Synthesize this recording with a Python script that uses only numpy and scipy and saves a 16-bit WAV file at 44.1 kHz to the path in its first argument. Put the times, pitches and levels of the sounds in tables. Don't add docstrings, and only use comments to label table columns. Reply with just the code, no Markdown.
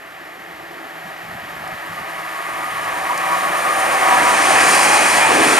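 import sys
import numpy as np
from scipy import signal
from scipy.fft import rfft, irfft, next_fast_len
from scipy.io import wavfile
from scipy.ndimage import uniform_filter1d

SR = 44100
rng = np.random.default_rng(int(sys.argv[2]) if len(sys.argv) > 2 else 0)


def generate_wav(signal):
    frames = np.transpose(np.atleast_2d(signal))
    scaled = np.clip(frames, -1, 1) * 32767
    pcm = np.round(scaled).astype(np.int16)
    wavfile.write(sys.argv[1], SR, pcm)


N = 246519
TIME = np.arange(N) / SR
SIZE = next_fast_len(N + SR // 4, real=True)
FREQ = np.maximum(np.arange(SIZE // 2 + 1) * SR / SIZE, 1)

# frequency in Hz, relative level in dB.
DEEP_SPECTRUM = [(15, -16), (30, -22), (50, 0), (80, 2.5), (120, 3), (170, -3.5), (260, -43)]


def from_db(db):
    return 10 ** (np.asarray(db) / 20)


def rms_one(x):
    return x / np.sqrt(np.mean(x ** 2) + 1e-20)


def in_time(points):
    return np.interp(TIME, *np.transpose(points))


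def over_hz(points):
    hz, value = np.transpose(points)
    return np.interp(np.log(FREQ), np.log(hz), value)


def noise(gain):
    real, imag = rng.standard_normal((2, len(FREQ)))
    return rms_one(irfft((real + 1j * imag) * gain)[:N])


def coloured(spectrum):
    return noise(from_db(over_hz(spectrum)))


def resonating(modes):
    power = sum(from_db(db) ** 2 / (1 + ((FREQ - hz) / (0.83 * width)) ** 2) ** 2
                for hz, width, db in modes)
    return noise(np.sqrt(power))


def flutter(rate_hz, depth_db):
    return from_db(depth_db * noise(1 / (1 + (FREQ / rate_hz) ** 2)))


def steadied(x, seconds):
    power = np.abs(uniform_filter1d(x ** 2, max(int(seconds * SR), 1)))
    return x / np.sqrt(power + 0.04)


def swell(centre_s, half_length_s):
    return np.exp(-.5 * np.minimum(((TIME - centre_s) / half_length_s) ** 2, 100))


def swells_db(rows):
    return sum(db * swell(s, half_length) for s, half_length, db in rows)


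def blend(first, second, amount):
    share = np.clip(amount, 0, 1)
    return np.sqrt(1 - share) * first + np.sqrt(share) * second


def carried_db(distance, close_db, reach_m, loss_db_per_m):
    return close_db - 10 * np.log10(1 + (distance / reach_m) ** 2) - loss_db_per_m * distance


def rolling(distance, nearness):
    # frequency in Hz, width in Hz, relative level in dB.
    track_modes = [(578, 87, -4), (670, 66, 2.5), (813, 245, 0), (1150, 310, -6), (1282, 140, 0),
                   (1403, 86, -5)]
    web_modes = [(1717, 250, 2.5), (1920, 200, 0), (2080, 350, -3.5), (2390, 370, -6.5), (2830, 240, -9),
                 (3120, 120, -10.5)]
    wheel_modes = [(766, 30, -6), (977, 24, -5.5), (1109, 13, 2.5), (1151, 27, -6), (1212, 14, 0),
                   (1253, 20, -6), (1803, 14, -9), (2390, 40, -16), (2595, 30, -20)]
    # frequency in Hz, relative level in dB.
    roar_near = [(100, -74), (300, -20), (450, -11), (520, -5), (750, 3), (950, 0), (1200, -2.5),
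                 (1400, -4), (1800, -36), (2600, -60)]
    web_near = [(200, -68), (900, -24), (1400, -4.5), (1600, 1), (1850, 1.5), (2200, -1), (2500, -0.5),
                (2750, -6.5), (3200, -7.5), (3600, -14.5), (5500, -60)]
    # time in seconds, gain in dB.
    ringing = [(0, -11), (1.5, -10), (2.2, -2), (3.4, 0), (4.15, -4.5), (4.6, -6.5), (5.59, -12.5)]
    # centre and half length in seconds, gain in dB.
    surges = [(1.66, 0.027, 1.5), (2.07, 0.021, 0.5), (2.23, .05, -1), (3.0, 0.031, 0), (3.32, 0.068, 1.3),
              (3.68, 0.044, -0.5), (4.13, 0.087, 2.8), (4.6, .06, -0.5)]
    surge_db = swells_db(surges)
    bend_db = 1.1 * swell(2.5, 0.38)
    roar_db = carried_db(distance, close_db=-19, reach_m=41.7, loss_db_per_m=0.032) + surge_db
    web_db = carried_db(distance, close_db=-18, reach_m=36.4, loss_db_per_m=0.023)
    web_db += 0.5 * surge_db + bend_db
    tones_db = roar_db + in_time(ringing) + 3.5
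    roar = blend(resonating(track_modes), coloured(roar_near), nearness) * from_db(roar_db)
    web = blend(resonating(web_modes), coloured(web_near), nearness) * from_db(web_db)
    tones = steadied(resonating(wheel_modes), seconds=0.18) * from_db(tones_db)
    return (roar + web) * flutter(rate_hz=19, depth_db=0.53) + tones


def rails(distance, nearness):
    # frequency in Hz, width in Hz, relative level in dB.
    rail_modes = [(5200, 110, -9), (5980, 260, -11), (6480, 80, -9), (7030, 130, -6), (7240, 80, -6),
                  (8240, 170, -12), (8830, 330, -7), (9950, 200, -10), (10650, 450, -11.5)]
    ring_modes = [(9330, 130, 0), (9680, 140, -1.5)]
    # frequency in Hz, relative level in dB.
    hiss_far = [(1500, -40), (3000, 7.5), (3800, 5.5), (4800, 2), (6200, -2.5), (8000, -4.5), (9500, -8),
                (11000, -2.5), (12200, 0.5), (13400, -3), (14500, -8), (15700, -24)]
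    hiss_near = [(1500, -36), (3000, -14), (3600, 0), (4100, 0.5), (6200, 0), (7600, -0.5), (8700, 3.5),
                 (9600, 3), (10600, -3.5), (11800, -9), (13600, -16.5), (14600, -41), (15800, -50)]
    # time in seconds, level against the hiss in dB.
    singing_levels = [(0, -22), (1.5, -19), (2.5, -6.5), (3.8, -4.5), (4.4, -11.5), (5.59, -11)]
    # centre and half length in seconds, gain in dB.
    ring_swells = [(2.75, 0.62, 11), (3.8, 0.23, 13)]
    rail_swells = [(3.36, 0.079, 1), (4.76, 0.073, 1.5), (5.26, 0.044, -1.5), (5.35, 0.076, -3)]
    level_db = carried_db(distance, close_db=-21.5, reach_m=17.1, loss_db_per_m=0.022)
    level_db += swells_db(rail_swells)
    hiss_nearness = 1 - (1 - nearness) ** 4.3
    hiss = blend(coloured(hiss_far), coloured(hiss_near), hiss_nearness)
    singing = resonating(rail_modes) * from_db(in_time(singing_levels))
    ring = resonating(ring_modes) * from_db(-18 + swells_db(ring_swells))
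    return (hiss + singing + ring) * from_db(level_db) * flutter(rate_hz=29, depth_db=0.61)


def rail_whistle(distance, nearness):
    # frequency in Hz, width in Hz, relative level in dB.
    modes = [(7040, 130, -5), (10460, 70, -7), (13200, 250, -13)]
    clear_tone = steadied(resonating([(11575, 70, 0)]), seconds=0.04) * from_db(3.5)
    gain = from_db(carried_db(distance, close_db=-52.5, reach_m=103, loss_db_per_m=0.018))
    return (resonating(modes) + clear_tone) * gain * (1 - nearness) * flutter(rate_hz=10, depth_db=2.0)


def bogies(distance, nearness):
    # frequency in Hz, relative level in dB.
    rumble_far = [(70, -38), (120, -16), (170, -1.5), (240, -7), (290, 3.5), (330, 3.5), (400, 3.5),
                  (470, -3.5), (650, -5), (1200, -53)]
    rumble_near = [(30, -70), (70, -24), (120, -17), (160, -9), (220, -3), (310, 2.5), (420, 1.5), (500, 0),
                   (700, -19), (1200, -60)]
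    # centre and half length in seconds, gain in dB.
    swells = [(.8, 0.18, 3), (2.1, 0.57, -3), (4.6, 0.43, -0.5), (5.318, 0.028, 7), (5.41, 0.043, 5.5),
              (5.53, 0.069, 3.5)]
    level_db = carried_db(distance, close_db=-28.5, reach_m=23.7, loss_db_per_m=0.0011)
    distant = steadied(coloured(rumble_far), seconds=0.072)
    rumble = blend(distant, coloured(rumble_near), nearness)
    return rumble * from_db(level_db + swells_db(swells)) * flutter(rate_hz=21, depth_db=1.96)


def drone(distance):
    # centre and half length in seconds, gain in dB.
    swells = [(.6, .1, 5), (2.3, .15, -2), (2.8, .14, 6), (3.85, .25, -3)]
    level_db = carried_db(distance, close_db=-46.5, reach_m=35, loss_db_per_m=0.003)
    return coloured(DEEP_SPECTRUM) * from_db(level_db + swells_db(swells))


def hum(distance):
    # time in seconds, pitch in Hz.
    pitches = [(0, 162), (.7, 162), (1.1, 168), (2.1, 165), (2.8, 160), (3.25, 173), (3.55, 175),
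               (3.85, 167), (4.4, 162), (4.65, 167), (5.59, 168)]
    # centre and half length in seconds, gain in dB.
    swells = [(.1, 0.5, -5), (2.4, 0.17, -1.5), (3.4, 0.16, 3), (4.0, 0.24, -6)]
    pitch_hz = in_time(pitches) * flutter(rate_hz=13.5, depth_db=0.22)
    upper = steadied(resonating([(329, 7, 0)]), seconds=0.24) * from_db(-1.5)
    lower = np.sin(2 * np.pi * np.cumsum(pitch_hz) / SR) * flutter(rate_hz=7, depth_db=2.5)
    level_db = carried_db(distance, close_db=-45.5, reach_m=96, loss_db_per_m=0.0035)
    return (lower + upper) * from_db(level_db + swells_db(swells))


def howls():
    # centre and half length in seconds, pitch in Hz, level in dB,
    # roughness (0 is all tone, 1 or more all noise).
    modes = [(0.744, 0.29, 330, -50, .4), (1.15, 0.62, 770, -45.5, 1.1), (1.68, 0.036, 762, -37, 0.7),
             (3.114, 0.012, 980, -21, 0.2), (3.298, 0.036, 975, -27, 0.2), (3.67, 0.022, 1223, -21, 0.3),
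             (3.778, 0.062, 771, -28, 0.1), (3.8, 0.31, 596, -33, 0.85), (3.997, 0.41, 504, -35.5, 0.6),
             (4.112, 0.1, 764.4, -24, 0.2), (4.14, 0.055, 1116, -23, 0.45), (4.133, 0.035, 975, -22.5, 0.2),
             (4.27, 0.055, 971, -22, 0.2), (4.45, 0.17, 1109, -29, 0.2), (4.45, 0.23, 6080, -40.5, 1),
             (4.5, .2, 6460, -42, 1), (4.516, 0.0093, 625, -20, 0.5), (4.49, 0.095, 775, -21, 0.1),
             (4.603, 0.098, 2572, -29.5, .4), (4.75, .15, 5260, -41, 1), (4.757, .035, 795, -20.5, 0.4),
             (4.897, .04, 815, -22.5, 0.8), (4.938, 0.066, 846, -20.5, 0.6), (4.934, 0.11, 2470, -26, .5),
             (5.233, 0.02, 2398, -20, 0), (5.276, 0.027, 904, -21, 0.7), (5.53, 0.077, 1333, -25.5, 0.7)]
    wavering_time = np.cumsum(flutter(rate_hz=25, depth_db=0.05)) / SR
    width_share = 0.044
    out = np.zeros(N)
    for s, half_length, hz, db, roughness in modes:
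        tone = rms_one(np.sin(2 * np.pi * hz * wavering_time))
        band = resonating([(hz, width_share * hz, 0)])
        howl = steadied(blend(tone, band, roughness), seconds=0.017)
        out += howl * swell(s, half_length) * from_db(db)
    return out


def buffets():
    # frequency in Hz, relative level in dB.
    spectrum = [(20, -22), (60, -15), (100, -4), (150, -3.5), (210, -3.5), (270, -14), (500, -41)]
    # centre and half length in seconds, level in dB.
    gusts = [(1.063, 0.018, -43), (1.287, 0.037, -44), (1.359, .016, -38), (1.438, .012, -43),
             (1.61, 0.077, -44), (1.738, 0.012, -38.5), (1.92, 0.023, -41.5), (2.005, 0.02, -39.5),
             (2.53, .025, -48), (2.78, 0.05, -49), (2.88, .02, -52)]
    envelope = sum(from_db(db) * swell(s, half_length) for s, half_length, db in gusts)
    return steadied(coloured(spectrum), seconds=0.05) * envelope


def ticks():
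    # start in seconds, level in dB.
    onsets = [(1.6767, -35), (3.1772, -21.5)]
    t60_s = 0.016
    envelope = sum((TIME >= s) * from_db(db - 60 * np.abs(TIME - s) / t60_s) for s, db in onsets)
    return resonating([(5600, 2500, -1), (7500, 1200, 0), (9800, 2000, -1)]) * envelope


def hollowed(sound):
    # centre and half length in seconds, frequency and half width in Hz, gain in dB.
    hollows = [(3.1, .8, 3370, 84, -2), (3.9, .55, 445, 26, -6), (4.45, .22, 3580, 110, -1),
               (4.9, .17, 3640, 130, -10), (5.3, 0.17, 1450, 60, -2.5)]
    spectrum = rfft(sound, SIZE)
    for s, half_length, hz, half_width, db in hollows:
        band = irfft(spectrum * np.exp(-.5 * ((FREQ - hz) / half_width) ** 2))[:N]
        sound = sound + band * (from_db(db * swell(s, half_length)) - 1)
    return sound


def nose_whoosh():
    # frequency in Hz, width in Hz, relative level in dB.
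    bands = [(1810, 470, 0), (2320, 320, -3)]
    return resonating(bands) * from_db(-19) * swell(centre_s=4.6, half_length_s=0.084)


def pressure_thump():
    thud = steadied(coloured(DEEP_SPECTRUM), seconds=0.05)
    return thud * from_db(-38) * swell(centre_s=5.39, half_length_s=0.027)


def microphone_ports(sound):
    # frequency in Hz, phase of left against right in radians.
    port_phase = [(20, 0), (90, -.3), (250, -.68), (520, -1.1), (1120, -1.36), (1600, -1.08), (2600, -1.02),
                  (4500, -.65), (7000, -.5), (9000, -.3), (10300, 0)]
    # frequency in Hz, level against the direct sound in dB.
    scatter_levels = [(30, -26), (200, -19), (900, -17), (2000, -14), (3500, -9.5), (7000, -10.5),
                      (9000, -15), (10500, -40)]
    direct = rfft(sound, SIZE)
    tree_echoes = rng.standard_normal(N) * np.exp(-TIME / .09)
    tree_response = rfft(tree_echoes, SIZE) / np.sqrt(np.sum(tree_echoes ** 2))
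    scattered = direct * tree_response * from_db(over_hz(scatter_levels))
    phase = over_hz(port_phase)
    half_turn = np.exp(.5j * phase)
    left = (direct + scattered) * half_turn
    right = (direct - scattered) / half_turn
    return irfft(np.array([left, right]) / np.cos(phase / 2))[:, :N]


def scene():
    speed_m_per_s, arrival_s = 54.66, 4.716
    open_view_m, close_share = 21.4, 0.96
    distance = speed_m_per_s * np.maximum(arrival_s - TIME, 0)
    nearness = close_share / (1 + (distance / open_view_m) ** 2)
    train = rolling(distance, nearness) + howls() + nose_whoosh()
    low_end = bogies(distance, nearness) + drone(distance) + hum(distance)
    track = rails(distance, nearness) + rail_whistle(distance, nearness) + ticks()
    return microphone_ports(hollowed(train + low_end + track)) + buffets() + pressure_thump()


def record(dry):
    stopband_hz = 16200
    rounded = dry / (1 + dry ** 8) ** (1 / 8)
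    return signal.sosfilt(signal.cheby2(16, 70, stopband_hz, fs=SR, output="sos"), rounded)


dry = scene()
out = record(dry)
generate_wav(out)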